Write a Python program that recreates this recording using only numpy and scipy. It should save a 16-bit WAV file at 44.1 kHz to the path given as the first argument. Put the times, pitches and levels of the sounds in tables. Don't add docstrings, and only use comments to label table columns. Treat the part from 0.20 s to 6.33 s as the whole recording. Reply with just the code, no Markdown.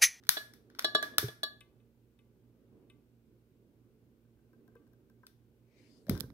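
import sys
import numpy as np
from scipy import signal
from scipy.fft import rfft, irfft
from scipy.io import wavfile
from scipy.ndimage import uniform_filter1d

SR = 44100
rng = np.random.default_rng(int(sys.argv[2]) if len(sys.argv) > 2 else 0)


def natural_amplitude(level_db):
    exponent = np.asarray(level_db, float) / 20
    return 10 ** exponent


def put_to_file(sound):
    columns = np.atleast_2d(sound).T
    safe = np.clip(columns, -1, 1)
    whole_steps = np.round(safe * 32767)
    wavfile.write(sys.argv[1], SR, whole_steps.astype(np.int16))


N = 270333
TIME = np.arange(N) / SR
FRAME_S = np.arange(N // 256 + 5) * 256 / SR
BINS = np.fft.rfftfreq(1024, 1 / SR)[:, None]
SIDES = np.array([[0.5], [-0.5]])


def evened(x):
    return x / np.sqrt(np.mean(x ** 2) + 1e-20)


def read(points, hz):
    f, value = np.transpose(points)
    return np.interp(np.log(hz + 1), np.log(f + 1), value)


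def add(mix, s, sound):
    part = mix[:, round(s * SR):][:, :sound.shape[1]]
    part += sound[:, :part.shape[1]]


def ring(hz, db, t60, pan_db=0., lead=0., rise_s=0.00056):
    t = np.arange(int(SR * np.max(t60) * 1.2)) / SR
    gain = natural_amplitude(db + SIDES * pan_db) / np.linalg.norm(natural_amplitude(db))
    gain = gain * np.exp(1j * SIDES * lead)
    waves = np.exp(np.outer(2j * np.pi * hz - np.log(1000) / t60, t))
    return (gain @ waves).imag * (1 - np.exp(-t / rise_s))


def noise(shape_db, same, pan_db, patchy_db):
    a, b, c, d, patches = rng.standard_normal((len(FRAME_S), 513, 5)).T
    patches = uniform_filter1d(patches, size=8, axis=0)
    patches = evened(uniform_filter1d(patches, size=20, axis=1))
    left, own = a + 1j * b, c + 1j * d
    right = same * left + np.sqrt(1 - same ** 2) * own
    z = np.array([left * natural_amplitude(pan_db / 2), right / natural_amplitude(pan_db / 2)])
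    z = z * natural_amplitude(shape_db + patchy_db * patches)
    return evened(signal.istft(z, nperseg=1024, noverlap=768)[1][:, :N])


def room_air():
    # (frequency [Hz], level [dB per Hz])
    rumble = [(12, -42), (20, -13), (43, -7), (70, -8), (114, -4), (135, -3.5), (173, -10), (232, -3),
              (409, -5), (677, -23), (1240, -28), (1410, -33), (3000, -42), (3900, -69), (6600, -120)]
    # (frequency [Hz], likeness [-1 to 1])
    likeness = [(60, 0.8), (180, 0.8), (550, 0.93), (1650, -0.00015), (4970, -0.03), (15000, -0.01)]
    # (frequency [Hz], left-right difference [dB])
    air_pan = [(60, -4), (180, -8), (550, -1.5), (1650, 0), (4970, 0), (15000, 1)]
    # (middle [s], rise [dB], half length [s])
    swells = [(.3, 5.5, .25), (.86, 14, .28), (1.452, 3, .2), (2.571, 7.5, .2), (3.62, 3, .3),
              (4.56, 5.5, .3), (5.748, 6, .3)]
    swell_db = sum(db * np.exp(-((FRAME_S - s) / half) ** 2) for s, db, half in swells)
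    reach = np.clip((BINS - 100) / 150, 0, 1)
    shape_db = read(rumble, BINS) + reach * (swell_db - 2.5)
    return natural_amplitude(-65.0) * noise(shape_db, read(likeness, BINS), read(air_pan, BINS), 1.2)


def fridge():
    # (frequency [Hz], phase [rad])
    tones = [(57.76, .25), (115.52, 3.98), (119.98, 2.82), (231.12, 1.2), (346.6, 4.47)]
    tone_db = (-75, -72.5, -70, -72, -83)
    hum = sum(natural_amplitude(db) * np.sin(2 * np.pi * hz * TIME + phase) for (hz, phase), db in zip(tones, tone_db))
    return hum * natural_amplitude(-4.4 * SIDES)


def microphone_hiss():
    # (frequency [Hz], level [dB per Hz])
    hiss = [(880, -28), (1500, 2), (1740, -5), (1980, -4), (2490, -3.5), (7240, -10.5), (10600, -10),
            (15100, -4.5), (16000, -10)]
    return natural_amplitude(-83) * noise(read(hiss, BINS), 0, .8, .3)


def kitchen(x):
    # (frequency [Hz], time to fall 60 dB [s])
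    fading = [(200, .4), (600, 0.4), (1500, 0.41), (4000, 0.33), (10000, 0.34), (16000, 0.24)]
    count = SR // 40
    echoes = np.zeros((2, SR // 2 + 200))
    at = 150 + 20 * np.arange(count) + rng.integers(0, 20, (2, count))
    np.put_along_axis(echoes, at, rng.choice([-1., 1.], at.shape), axis=1)
    hz, t, z = signal.stft(echoes, SR, nperseg=128)
    z = z * natural_amplitude(-60 * t / read(fading, hz)[:, None])
    tail = signal.istft(z, SR, nperseg=128)[1]
    return signal.fftconvolve(x, tail / np.linalg.norm(tail[0]), axes=1)[:, :N]


def skin_slide():
    # (middle [Hz], width [octaves], full from [s], hold [s], level [dB])
    skin = [
        (2180, 0.24, 5.58, 0.085, -75),
        (4770, 0.52, 5.59, .19, -81),
        (9280, 0.36, 5.62, .24, -87),
    ]
    # (frequency [Hz], left-right difference [dB])
    slide_pan = [(60, -6.5), (110, -5.5), (200, -4), (380, -4), (700, -2.0), (1290, -0.5), (2380, 9),
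                 (4400, 16), (8120, -5), (15000, 8)]
    power = 0
    for hz, width, s, hold, db in skin:
        before, after = np.maximum(s - FRAME_S, 0), np.maximum(FRAME_S - s - hold, 0)
        level_db = db - 163 * before - 200 * after
        band = np.exp(-(np.log2((BINS + 1) / hz) / width) ** 2)
        power = power + natural_amplitude(2 * level_db) / (hz * width) * band
    return natural_amplitude(-86.0) * noise(10 * np.log10(power + 1e-30), 0.22, read(slide_pan, BINS), 3.0)


def grip():
    # (frequency [Hz], level [dB per Hz])
    grip_tone = [(24, -38), (40, -5.5), (113, -5), (230, -1.5), (476, -15), (526, -17.5), (598, -23),
                 (1200, -39), (1560, -52), (2640, -120)]
    start_s = 5.915
    settle = natural_amplitude(-33.5 - 194 * np.maximum(TIME - start_s, 0)) + natural_amplitude(-56.5)
    rise = np.clip((TIME - start_s) / 0.013 + 1, 0, 1)
    return noise(read(grip_tone, BINS), 0.92, -2.5, 1.3) * settle * rise


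def bumps():
    # (time [s], level [dB], frequency [Hz], time to fall 60 dB [s], overtone [dB])
    pushes = [(.092, -40, 135, 0.041, -4.5), (0.751, -42, 188, 0.071, 0), (.983, -39.5, 91, 0.1, -1),
              (1.029, -22.5, 107, 0.034, 18), (1.039, -25, 123.3, 0.13, -4), (1.083, -34.5, 132, 0.057, 2),
              (4.481, -55.5, 217.4, 0.069, -6), (4.557, -50.5, 141, 0.16, 16),
              (5.868, -44.5, 167, 0.08, -3), (5.884, -32, 180, 0.048, 8.5), (5.894, -12.5, 211, 0.036, -26),
              (5.909, -16.5, 128, 0.035, -4), (5.929, -26, 105.6, 0.068, -22),
              (5.947, -31.5, 80.5, 0.096, -9), (6.009, -35, 147, .05, -8), (6.039, -33, 131, 0.055, -4)]
    out = np.zeros((2, N))
    for s, db, hz, t60, over_db in pushes:
        swing_hz, swing_t60 = hz * np.array([1, 3.3]), t60 * np.array([1, .6])
        add(out, s, natural_amplitude(db) * ring(swing_hz, np.array([0, over_db]), swing_t60, -1.2, .1, .002))
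    return out


def taps(events, modes, pan_db):
    out, (hz, db, t60) = np.zeros((2, N)), np.transpose(modes)
    lead = rng.uniform(1, 1.1, len(hz))
    for s, tap_db, tilt_db in events:
        tone_db = db + tilt_db * np.log2(hz / 2000)
        add(out, s, natural_amplitude(tap_db) * ring(hz, tone_db, t60, pan_db, lead))
    return out


def trigger_creaks():
    # (time [s], level [dB], brightness [dB per octave])
    creaks = [(4.0492, -74.5, 1.5), (4.1694, -79, -1), (4.1894, -71, 2.5), (4.2494, -81, 1.5),
              (4.2894, -78.5, 1), (4.3316, -62, 2), (4.4782, -59.5, 3), (4.5194, -74, 1.5),
              (4.5534, -56, 0), (4.6192, -77, 3), (4.6683, -69, 1.5), (4.7331, -64, 4), (4.8983, -64, 2.5),
              (5.0335, -51, -2), (5.9652, -43.5, 3), (6.033, -49.5, 2), (6.0886, -61, 10.5)]
    # (frequency [Hz], level [dB], time to fall 60 dB [s])
    spring = [(513, -7, .03), (766, -11, 0.034), (1027, 2, 0.037), (1290, -2.5, 0.038), (1564, -0.9, 0.099),
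              (1620, -13, 0.015), (5440, -19, 0.029), (12900, -12, 0.0066), (14000, -10, 0.011),
              (15200, -10, 0.0069)]
    return taps(creaks, spring, 4.7)


def jar():
    # (time [s], level [dB], brightness [dB per octave])
    touches = [(1.4085, -46.5, -1), (1.6008, -70, -4), (1.9897, -61, -2), (2.699, -52.5, -1),
               (4.5644, -67.5, -14), (5.0672, -56, 8)]
    # (frequency [Hz], level [dB], time to fall 60 dB [s])
    jar_tones = [(1160, -19, 0.22), (1550, -21, 0.12), (2080, -16.5, 0.21), (2350, -9, 0.038),
                 (2580, -6, 0.076), (2970, -10.5, 0.085), (3295, -7.5, 0.032), (3630, 0.3, 0.022),
                 (8500, -17, 0.06), (9000, -13, 0.033), (9500, -7, .012), (11120, -16, 0.024)]
    return taps(touches, jar_tones, 6.5)


def vase():
    tone_hz = (340, 430, 641, 780, 1172, 1669, 1690, 2937, 3338, 3458, 3896, 3997, 4318, 4400, 5432, 6325,
               7120, 8770, 10300, 11600)
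    # (level [dB], time to fall 60 dB [s], left-right difference [dB], left lead [rad])
    tones = [(-16, 0.094, 1, 0.23), (-14, .08, 1.5, -0.2), (-3.5, 0.055, 8.5, 2.08), (-14, .05, 6.5, -1.5),
             (-12.5, 0.22, 3.5, 0.93), (-5, 0.14, -5.5, -2.1), (-8, 0.27, -2.5, -2),
             (-19.5, .15, -1.5, -1.43), (-14.5, .08, -2.5, -1.5), (-3, .085, -6.5, 2),
             (-8.5, 0.097, 7.5, -0.5), (-7.5, 0.075, 11, 0.5), (-18, 0.1, 7, -1), (-10, 0.13, 8, 2.5),
             (-22, 0.12, 6.5, -1.5), (-27, 0.041, 7.5, -0.94), (-29.5, .1, 6.5, -0.75),
             (-33, 0.11, 3, -5.5), (-31, .05, 7, -5), (-36, .07, 5.5, -2.78)]
    # (time [s], level [dB], low ring [dB], high ring [dB], hardness [dB])
    clinks = [
        (0.169, -27, -8.5, -1, -2.5),
        (0.6448, -18, -4.5, -6.5, 0.5),
        (0.7493, -14.5, -2, -3, -1.5),
        (.826, -28.5, 1, 4, -2.5),
        (0.936, -51.5, 2, 4.5, -14),
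        (.983, -28.5, -3.5, 0.5, -8),
        (1.085, -38, -3, -2, -8.5),
        (1.2319, -25, 1.5, -2, 4.5),
    ]
    place_hz = (600, 1170, 1680, 3400, 3900)
    out, hz, (db, t60, pan_db, lead) = np.zeros((2, N)), np.array(tone_hz), np.transpose(tones)
    scatter_db = 1.5 * rng.standard_normal((len(clinks), len(tones)))
    for (s, blow_db, low_db, high_db, hard_db), luck_db in zip(clinks, scatter_db):
        knock_db = -0.46 - 0.37 * hard_db
        place_db = np.interp(hz, place_hz, (knock_db, low_db, high_db, 0, hard_db))
        total = np.linalg.norm(natural_amplitude(db + place_db)) / np.linalg.norm(natural_amplitude(db))
        add(out, s, natural_amplitude(blow_db) * total * ring(hz, db + place_db + luck_db, t60, pan_db, lead))
    return out


def snaps(tables, kinds):
    # (frequency [Hz], width [Hz], level [dB])
    body_tones = [(1481, 630, 3), (2420, 420, -1), (3600, 1000, 2), (5700, 1000, 2), (8130, 1500, -6),
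                  (10580, 1700, 0), (13500, 2400, 2)]
    out, feed = np.zeros((2, N)), np.zeros((2, N))
    t, hz = np.arange(1024) / SR, BINS[:, 0]
    body = 0
    for k, (f, width, db) in enumerate(body_tones):
        body = body + (-1) ** k * natural_amplitude(db) * 1j * hz * width / (f ** 2 - hz ** 2 + 1j * hz * width)
    events = sorted((*row, *kind) for rows, kind in zip(tables, kinds) for row in rows)
    draws = rng.standard_normal((len(events), 3, 1024))
    draws = draws * abs(draws) ** .25
    for (s, db, pan_db, tilt_db, ms, echo_db), (both, left, right) in zip(events, draws):
        u = t / (ms / 1000)
        rattle = np.array([np.roll(both, 5) + .4 * left, both + .4 * right])
        rattle = rattle * u * np.exp(-u ** 1.4)
        colour = body * hz / (hz - 1j * 1100) * natural_amplitude(tilt_db * np.log2((hz + 100) / 4000))
        snap = irfft(rfft(rattle) * colour)
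        snap = snap / np.linalg.norm(snap, axis=1)[:, None]
        snap = natural_amplitude(db) * snap / abs(snap).max() * natural_amplitude(SIDES * pan_db)
        add(out, s, snap)
        spread = np.roll(irfft(colour), 40)
        strength = np.linalg.norm(snap, axis=1)[:, None]
        add(feed, s, natural_amplitude(echo_db) * strength * spread / np.linalg.norm(spread))
    return out, feed


def trigger_ticks():
    # (time [s], level [dB], left-right difference [dB], brightness [dB per octave])
    sparks = [(4.3315, -66, 6, 4), (4.4782, -61, 7.5, 4), (4.6683, -66, 6, 5), (4.6767, -64, 6.5, 5),
              (4.7331, -61, 8, 4), (4.8987, -61, 4.5, 3.5)]
    # (rattle length [ms], echo [dB])
    spark_kind = [(.6, -14)]
    return snaps([sparks], spark_kind)[0]


def lighter():
    # (time [s], level [dB], left-right difference [dB], brightness [dB per octave])
    clicks = [
        (0.0908, -3.5, 3.5, 0.4),
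        (.592, -19, 1.5, -3.5),
        (0.982, -4.5, 2.5, -0.37),
        (1.406, -50, 2, .3),
        (1.989, -65, 1, -1),
        (2.699, -61, 1.1, 0),
        (4.5535, -60, 9, 8),
        (5.0666, -39, 3, -0.4),
        (5.895, -23, 11.5, -1.5),
        (5.976, -38, 4, 0.5),
    ]
    scrapes = [(0.026, -64, -4, -11), (0.171, -33, -2.5, -6), (0.6434, -25.5, 5, -3),
               (0.7473, -23, 4, -2.5), (1.232, -28.5, 3, 3)]
    shielded = [(.036, -54.5, 10, -4.5), (.068, -48, -5, -2), (0.336, -42, 2.5, -1), (0.5, -52, 1.5, -6.5),
                (0.549, -47.5, 0.8, -6), (.826, -26.5, 0.25, -3), (5.867, -52, 14.5, -4),
                (5.882, -53.5, 4, -1.5), (5.951, -41.5, 3.5, -6)]
    close = [(0.051, -54.5, -9, -3.5), (0.5883, -31, 5, -5.5), (0.623, -33, 4, -2.1), (1.083, -34, 0, -4),
             (6.000, -34.5, -16.5, -0.5), (6.006, -20.5, -13, 2), (6.102, -51.5, -13.5, -8.5)]
    # (rattle length [ms], echo [dB])
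    kinds = [
        (1.25, -10),
        (4.5, -15.5),
        (1.7, -4),
        (0.73, -21),
    ]
    return snaps((clicks, scrapes, shielded, close), kinds)


def scene():
    background = room_air() + fridge() + microphone_hiss()
    handling = skin_slide() + grip() + bumps()
    rings = vase() + jar() + trigger_creaks()
    contacts, feed = lighter()
    echoes = kitchen(natural_amplitude(-13.5) * rings + feed)
    return background + handling + rings + contacts + echoes + trigger_ticks()


def top_cut(x):
    return signal.sosfilt(signal.butter(12, 16860, fs=SR, output="sos"), x)


def record(dry):
    cut = signal.lfilter(*signal.butter(2, 45, "high", fs=SR), dry)
    edge = signal.firwin(255, 15900, window=("kaiser", 7), fs=SR)
    return top_cut(signal.oaconvolve(cut, edge[None], "same"))


dry = scene()
out = record(dry)
put_to_file(out)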